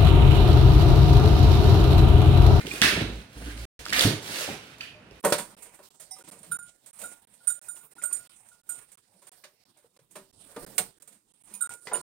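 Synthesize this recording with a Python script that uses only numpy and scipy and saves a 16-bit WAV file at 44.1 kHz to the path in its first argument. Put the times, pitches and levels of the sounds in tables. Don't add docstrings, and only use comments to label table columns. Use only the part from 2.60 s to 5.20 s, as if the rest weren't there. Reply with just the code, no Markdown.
import sys
import numpy as np
from scipy import signal
from scipy.fft import rfft, irfft, next_fast_len
from scipy.io import wavfile
from scipy.ndimage import map_coordinates

SR = 44100
rng = np.random.default_rng(int(sys.argv[2]) if len(sys.argv) > 2 else 0)


def field_ratio(decibels):
    return 10 ** (np.asarray(decibels, dtype=float) / 20)


def inscribe(sig):
    pcm = np.round(np.clip(np.atleast_2d(sig).T, -1, 1) * 32767)
    wavfile.write(sys.argv[1], SR, pcm.astype(np.int16))


N = 114660

# pitch in Hz, width in Hz, level in dB.
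BOX_MODES = [(105, 39, -4), (156, 35, 0.5), (206, 65, -1.5), (300, 52.6, 0.5), (397, 110, -3.5),
             (557, 260, -5), (690, 390, -8.5)]
PAPER_RISE_S = 0.00024


def unit(x):
    return x / np.sqrt(np.mean(x ** 2) + 1e-20)


def along(points, hz):
    f, v = np.transpose(points)
    return np.interp(np.log(hz + 1), np.log(f + 1), v)


def wobble(rate):
    knots = rng.standard_normal(int(N * rate / SR) + 4)
    return map_coordinates(knots, [np.arange(N) * rate / SR])


def filtered(x, response):
    m = next_fast_len(N + SR // 2)
    return irfft(rfft(x, m) * response(np.fft.rfftfreq(m, 1 / SR)), m)[..., :N]


def colored(x, points):
    return filtered(x, lambda f: field_ratio(along(points, f)))


def resonances(modes):
    def response(f):
        total = 0
        for k, (hz, width, db) in enumerate(modes):
            ring = 1j * f * width / (hz * hz - f * f + 1j * f * width)
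            total = total + (-1) ** k * field_ratio(db) * ring
        return total
    return response


def stroke(start, rise, hold, end):
    t = np.arange(N) / SR - start
    swell = np.clip(t / max(rise, 1e-3), 0, 1) ** 1.1
    return swell * field_ratio(-20 * np.clip(t - rise - hold, 0, None) / end)


def grains(s, hz, size, cycles, rise, count=400):
    t = np.arange(count) / SR
    hz = hz[:, None]
    decay = field_ratio(-30 * t * hz / cycles) * (1 - np.exp(-t / rise))
    rings = size[:, None] * np.sin(2 * np.pi * hz * t) * decay
    at = (s * SR).astype(int)[:, None] + np.arange(count)
    return np.bincount(at.ravel(), rings.ravel(), N + count)[:N]


def pair(x):
    # frequency in Hz, left-right likeness from -1 to 1.
    likeness = [(60, 0.86), (240, 1), (950, 0.37), (3770, -0.045), (15000, 0.19)]

    def mid_and_side(hz):
        angle = np.arccos(np.clip(along(likeness, hz), -1, 1)) / 2
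        return np.array([np.cos(angle), np.sin(angle)])

    mid, side = filtered(x, mid_and_side)
    return np.array([mid + side, mid - side])


def placed(x, lead_s):
    ears = np.array([[1], [-1]])
    return filtered(x, lambda f: np.exp(1j * np.pi * f * lead_s * ears))


def background():
    # frequency in Hz, level in dB per Hz.
    noise_color = [(15, -49), (25, -18), (114, -2.5), (400, -10.5), (600, -13.5), (900, -16), (2700, -19),
                   (4000, -28.5), (16000, -50.5)]
    noise = unit(pair(colored(rng.standard_normal((2, N)), noise_color)))
    return field_ratio(-54) * noise * field_ratio(1.0 * wobble(8.2))


def room(x):
    # frequency in Hz, time to fall 60 dB in seconds.
    decay_times = [(100, 0.53), (500, 0.57), (2000, 0.42), (6000, 0.47), (14000, 0.33)]
    out, step = np.zeros((2, N + 2 * SR)), SR // 10
    delay = 130
    for start in range(0, N, step):
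        hz, t, z = signal.stft(rng.standard_normal((2, SR // 2)), SR, nperseg=256)
        fading = z * field_ratio(-60 * t / along(decay_times, hz)[:, None])
        tail = signal.istft(fading, SR, nperseg=256)[1][:, :SR]
        tail = tail / np.linalg.norm(tail[0])
        wet = signal.fftconvolve(x[None, start:start + step], tail, axes=1)
        out[:, start + delay:start + delay + wet.shape[1]] += wet
    return pair(out[:, :N])


def box_drags():
    # start in seconds, rise in seconds, hold in seconds, judder level in dB, rattle level in dB.
    drags = [(-.05, 0.023, 0.051, -49, -45.5), (0.033, 0.012, 0.2, -51.5, -47),
             (0.229, 0.0079, 0.054, -43, -35.5), (0.307, 0.041, 0.11, -41.5, -31),
             (.43, 0.027, 0.13, -37, -54), (0.754, 0.0097, 0.1, -40.5, -48.5),
             (0.841, 0.052, 0.15, -38, -50), (1.091, 0.04, 0.085, -46.5, -57.5),
             (1.268, 0.085, 0.1, -50, -38.5), (1.46, 0.0046, 0.067, -59, -36), (1.65, 0.056, 0.1, -74, -48),
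             (1.875, 0.0086, 0.042, -75, -40), (2.507, .005, 0.033, -53, -54.5)]
    judder_hz, judder_width_hz, jitter = 56.4, 43, 0.05
    phase = np.cumsum(judder_hz * (1 + jitter * wobble(30))) / SR
    slips = np.diff(np.floor(phase), prepend=0) * field_ratio(1.3 * wobble(36))
    bounce = resonances([(judder_hz, judder_width_hz, 0)])
    judder = unit(filtered(slips, lambda f: bounce(f) ** 2))
    lumpy_noise = rng.standard_normal(N) * field_ratio(5.04 * wobble(60))
    rattle = unit(filtered(lumpy_noise, resonances(BOX_MODES)))
    out = np.zeros(N)
    for start, rise, hold, judder_db, rattle_db in drags:
        mix = field_ratio(judder_db) * judder + field_ratio(rattle_db) * rattle
        out += stroke(start, rise, hold, 0.047) * mix
    return out


def box_knocks():
    # time in seconds, level in dB, contact length in seconds.
    knocks = [
        (0.377, -33, 0.00036),
        (0.451, -32, 0.00045),
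        (2.509, -49.5, 0.000347),
    ]
    t = np.arange(N) / SR
    blows = sum(field_ratio(db) * np.exp(-((t - s) / contact) ** 2) for s, db, contact in knocks)
    return 5 * filtered(blows, resonances(BOX_MODES))


def box_thumps():
    # time in seconds, peak level in dB, pitch in Hz, ring length in cycles.
    thumps = [(.0755, -26, 400, 9.3), (0.138, -27.5, 350, 5), (0.148, -32.5, 400, 3),
              (.217, -16.5, 196.5, 3.4), (.245, -11.5, 250, 2.1), (.36, -27.5, 107, 10),
              (.415, -29.5, 105, 12.6), (0.424, -30.5, 175.3, 6.2), (.335, -29.5, 359, 8),
              (.372, -25.5, 643, 9.3), (.865, -35, 295, 11), (1.282, -38, 303, 6.3), (1.295, -35.5, 327, 9),
              (1.4496, -19, 110, 13), (1.4507, -14.5, 190.5, 3.4), (1.4531, -14, 295.6, 9.9),
              (1.453, -17, 645, 6), (1.47, -16.5, 124, 3.4), (1.477, -18, 416, 9.04),
              (1.878, -27.5, 555, 8.7), (1.8868, -27, 280, 4.8), (1.889, -24, 784, 9.1),
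              (1.897, -32.5, 474, 6), (1.906, -30.5, 420, 7.5), (1.91, -32.5, 170, 3.6),
              (1.928, -39, 135, 4), (2.513, -42.5, 412, 11)]
    s, db, hz, cycles = np.transpose(thumps)
    return grains(s, hz, field_ratio(db), cycles[:, None], rise=0.0006, count=6000)


def squeak():
    # start in seconds, rise in seconds, hold in seconds, level in dB, pitch in Hz.
    fold_rub = (2.338, .02, .03, -53, 612)
    start, rise, hold, db, hz = fold_rub
    tone = np.sin(2 * np.pi * hz * np.arange(N) / SR + 0.4 * wobble(29.64))
    return field_ratio(db) * stroke(start, rise, hold, 0.054) * tone


def rubs():
    # start in seconds, hold in seconds, level in dB, pitch in Hz, width in Hz.
    patches = [(0.106, .08, -50.5, 2500, 300), (0.357, 0.14, -50, 3860, 300), (0.764, 0.25, -65, 9280, 902),
               (0.853, 0.047, -51.5, 1540, 300), (1.684, .12, -54.5, 9450, 2500),
               (2.222, 0.055, -50.5, 2980, 700), (2.213, 0.14, -55, 2510, 250), (2.44, .08, -67, 2660, 296),
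               (.222, 0.058, -33, 4790, 3000), (1.385, .09, -33.5, 4250, 2200),
               (1.7, 0.14, -45.5, 4300, 1500), (1.7, 0.12, -53, 12980, 4000),
               (1.41, .07, -45.5, 12470, 4000)]
    out = np.zeros((2, N))
    for start, hold, db, hz, width in patches:
        ring = resonances([(hz, width, 0)])
        band = unit(filtered(rng.standard_normal((2, N)), lambda f: ring(f) ** 2))
        out += field_ratio(db + 1.7 * wobble(150)) * stroke(start, 0.01, hold, 0.087) * band
    return pair(out)


def snaps():
    # time in seconds, peak in dB, pitch in Hz, crack against ring in dB, ring length in cycles.
    creases = [(0.0141, -28, 1500, -11, 6.2), (0.0677, -23, 2830, -2.5, 12), (.0695, -24, 3280, -4.5, 11),
               (.085, -28, 3640, -8.5, 10), (0.1106, -27.5, 2436, -10.5, 40),
               (0.1143, -23.5, 2413, -12, 27), (0.158, -31.5, 2470, -8, 46), (0.2166, -5, 2980, 5, 7.6),
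               (0.2228, -2, 1680, -16, 7), (0.2339, -11, 1780, -16.5, 5.2), (.259, -3, 2600, -13, 9.6),
               (0.2791, -12, 1790, -14, 11), (.292, -16.5, 2000, -10.5, 15),
               (0.327, -15.5, 2780, -15.5, 15), (0.8244, -35, 1570, -7.5, 5.9),
               (.9765, -32.5, 2070, 1.5, 4.5), (1.2541, -28, 5200, 7.5, 4.5), (1.263, -19, 1400, -7.5, 5.6),
               (1.2632, -33.5, 2270, -6.5, 6.6), (1.2837, -27, 6000, 4.5, 5), (1.2931, -30.5, 3000, 7, 5),
               (1.2965, -29, 2500, 7, 5), (1.3025, -27, 4500, 10, 5), (1.311, -31, 3200, -1.5, 8),
               (1.3265, -10.5, 1800, -9, 5.1), (1.3323, -13.5, 3770, 1, 7.3),
               (1.3318, -14.5, 1760, -8, 8.5), (1.363, -18, 3620, -7, 9.6), (1.394, 1, 4660, -8, 8.4),
               (1.409, -3.5, 3510, -11, 12), (1.439, -10.5, 3300, -11.5, 10),
               (1.7575, -24, 2700, -10.5, 11), (2.2081, -22, 2560, -11, 15.4),
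               (2.2094, -23.5, 4620, -9, 18), (2.213, -29.5, 3000, -5.5, 22), (2.215, -38, 1350, -10, 16),
               (2.231, -34, 2420, -7, 20), (2.51, -42.5, 2600, 3.5, 4.4)]
    # frequency in Hz, level in dB per Hz.
    crack_color = [(500, -29), (1000, -14.5), (2500, -3), (5000, 1), (10000, -17), (16000, -13)]
    s, db, hz, crack_db, cycles = np.transpose(creases)
    bursts = sum(field_ratio(level) * stroke(t, 0, 0.00034, 0.0035) for t, level in zip(s, db + crack_db))
    crack = colored(rng.standard_normal(N) * bursts, crack_color)
    return grains(s, hz, field_ratio(db), cycles[:, None], PAPER_RISE_S, count=2000) + crack


def paper_crackle():
    # frequency in Hz, level in dB per Hz.
    sheet_color = [(500, -27.5), (1150, -21), (1600, 2), (2000, -2.5), (2800, 4.5), (4000, 0.5),
                   (7000, -14.5), (16000, -47.5)]
    count = int(2500 * N / SR)
    hz = np.clip(2600 * np.exp(0.35 * rng.standard_normal(count)), 1450, 12000)
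    size = field_ratio(5 * np.minimum(rng.exponential(size=count), 3))
    rings = grains(rng.uniform(0, N / SR, count), hz, size, 7, PAPER_RISE_S)
    ticks = rng.standard_normal(N) * (rng.random(N) < 0.05)
    sheet = colored(ticks, sheet_color)
    return unit((unit(rings) + field_ratio(-4.5) * unit(sheet)) * field_ratio(0.5 * wobble(120)))


def paper_hiss():
    # frequency in Hz, level in dB per Hz.
    hiss_color = [(180, -34.5), (300, -2.5), (565, 2.5), (614, 0.5), (2360, -8.5), (4230, -2.5),
                  (6200, -3.5), (9710, -8.5), (16000, -11)]
    return unit(colored(rng.standard_normal(N) * field_ratio(4.0 * wobble(200)), hiss_color))


def paper():
    # start in seconds, rise in seconds, hold in seconds, crackle level in dB, hiss level in dB.
    pulls = [(-.05, 0.01, 0.053, -45, -48), (0.056, 0.0018, .13, -46.5, -46),
             (0.217, 0.005, 0.028, -21.5, -28), (0.259, 0.013, 0.039, -29, -41),
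             (0.324, 0.023, 0.073, -38, -53.5), (0.465, 0.022, 0.13, -56.5, -60.5),
             (0.654, 0.13, 0.14, -57, -56.5), (0.799, 0.068, 0.1, -58, -64.5),
             (0.968, .004, 0.19, -54.5, -53), (1.139, 0.021, 0.052, -56.5, -53.5),
             (1.249, 0.0044, 0.069, -52, -49), (1.324, 0.0019, 0.023, -28.5, -36),
             (1.349, 0.021, 0.073, -30.5, -29.5), (1.471, .01, 0.035, -41.5, -53),
             (1.602, 0.068, 0.064, -44.5, -41.5), (1.722, 0.031, 0.091, -40.5, -39.5),
             (1.861, 0.013, 0.061, -46, -51), (1.96, 0.015, 0.17, -57.5, -64),
             (2.172, 0.0063, 0.016, -71, -59.5), (2.202, 0.0027, 0.037, -49, -55),
             (2.509, 0.0027, 0.078, -65.5, -69.5)]
    crackle, hiss = paper_crackle(), paper_hiss()
    out = np.zeros(N)
    for start, rise, hold, crackle_db, hiss_db in pulls:
        mix = field_ratio(crackle_db) * crackle + field_ratio(hiss_db) * hiss
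        out += stroke(start, rise, hold, 0.018) * mix
    return out


def scene():
    sheet, creases = paper(), snaps()
    carton = box_drags() + box_knocks() + box_thumps()
    direct = placed(sheet + carton, 0.0002434) + placed(creases + squeak(), 0.0001)
    wet = field_ratio(2.5) * sheet + field_ratio(-5.5) * creases + field_ratio(-7) * carton
    wet = filtered(wet, lambda f: 1 / (1 + (90 / (f + 1)) ** 4))
    return direct + room(wet) + background() + rubs()


def roll_off(x):
    return signal.sosfilt(signal.butter(12, 16700, fs=SR, output="sos"), x)


def record(dry):
    # pitch in Hz, width in Hz, lift in dB.
    port_lifts = [(4540, 610, 0.5), (9440, 1000, 6)]
    # frequency in Hz, left minus right in dB.
    side_balance = [(60, -2), (240, -3), (950, -1.5), (3770, -8.5), (15000, -3)]
    low_hz, top_hz = 33, 15900
    gap_start_s, gap_end_s = 1.0535, 1.192

    def microphones(f):
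        lift = sum(db * np.exp(-((f - hz) / width) ** 2) for hz, width, db in port_lifts)
        balance = along(side_balance, f) / 2 * np.array([[1], [-1]])
        return field_ratio(lift + balance) * (f < top_hz) / (1 + (low_hz / (f + 1)) ** 4)

    x = np.clip(filtered(dry, microphones), -0.9, 0.9)
    t = np.arange(N) / SR
    sounding = (t < gap_start_s) | (t > gap_end_s)
    return roll_off(x * sounding)


dry = scene()
out = record(dry)
inscribe(out)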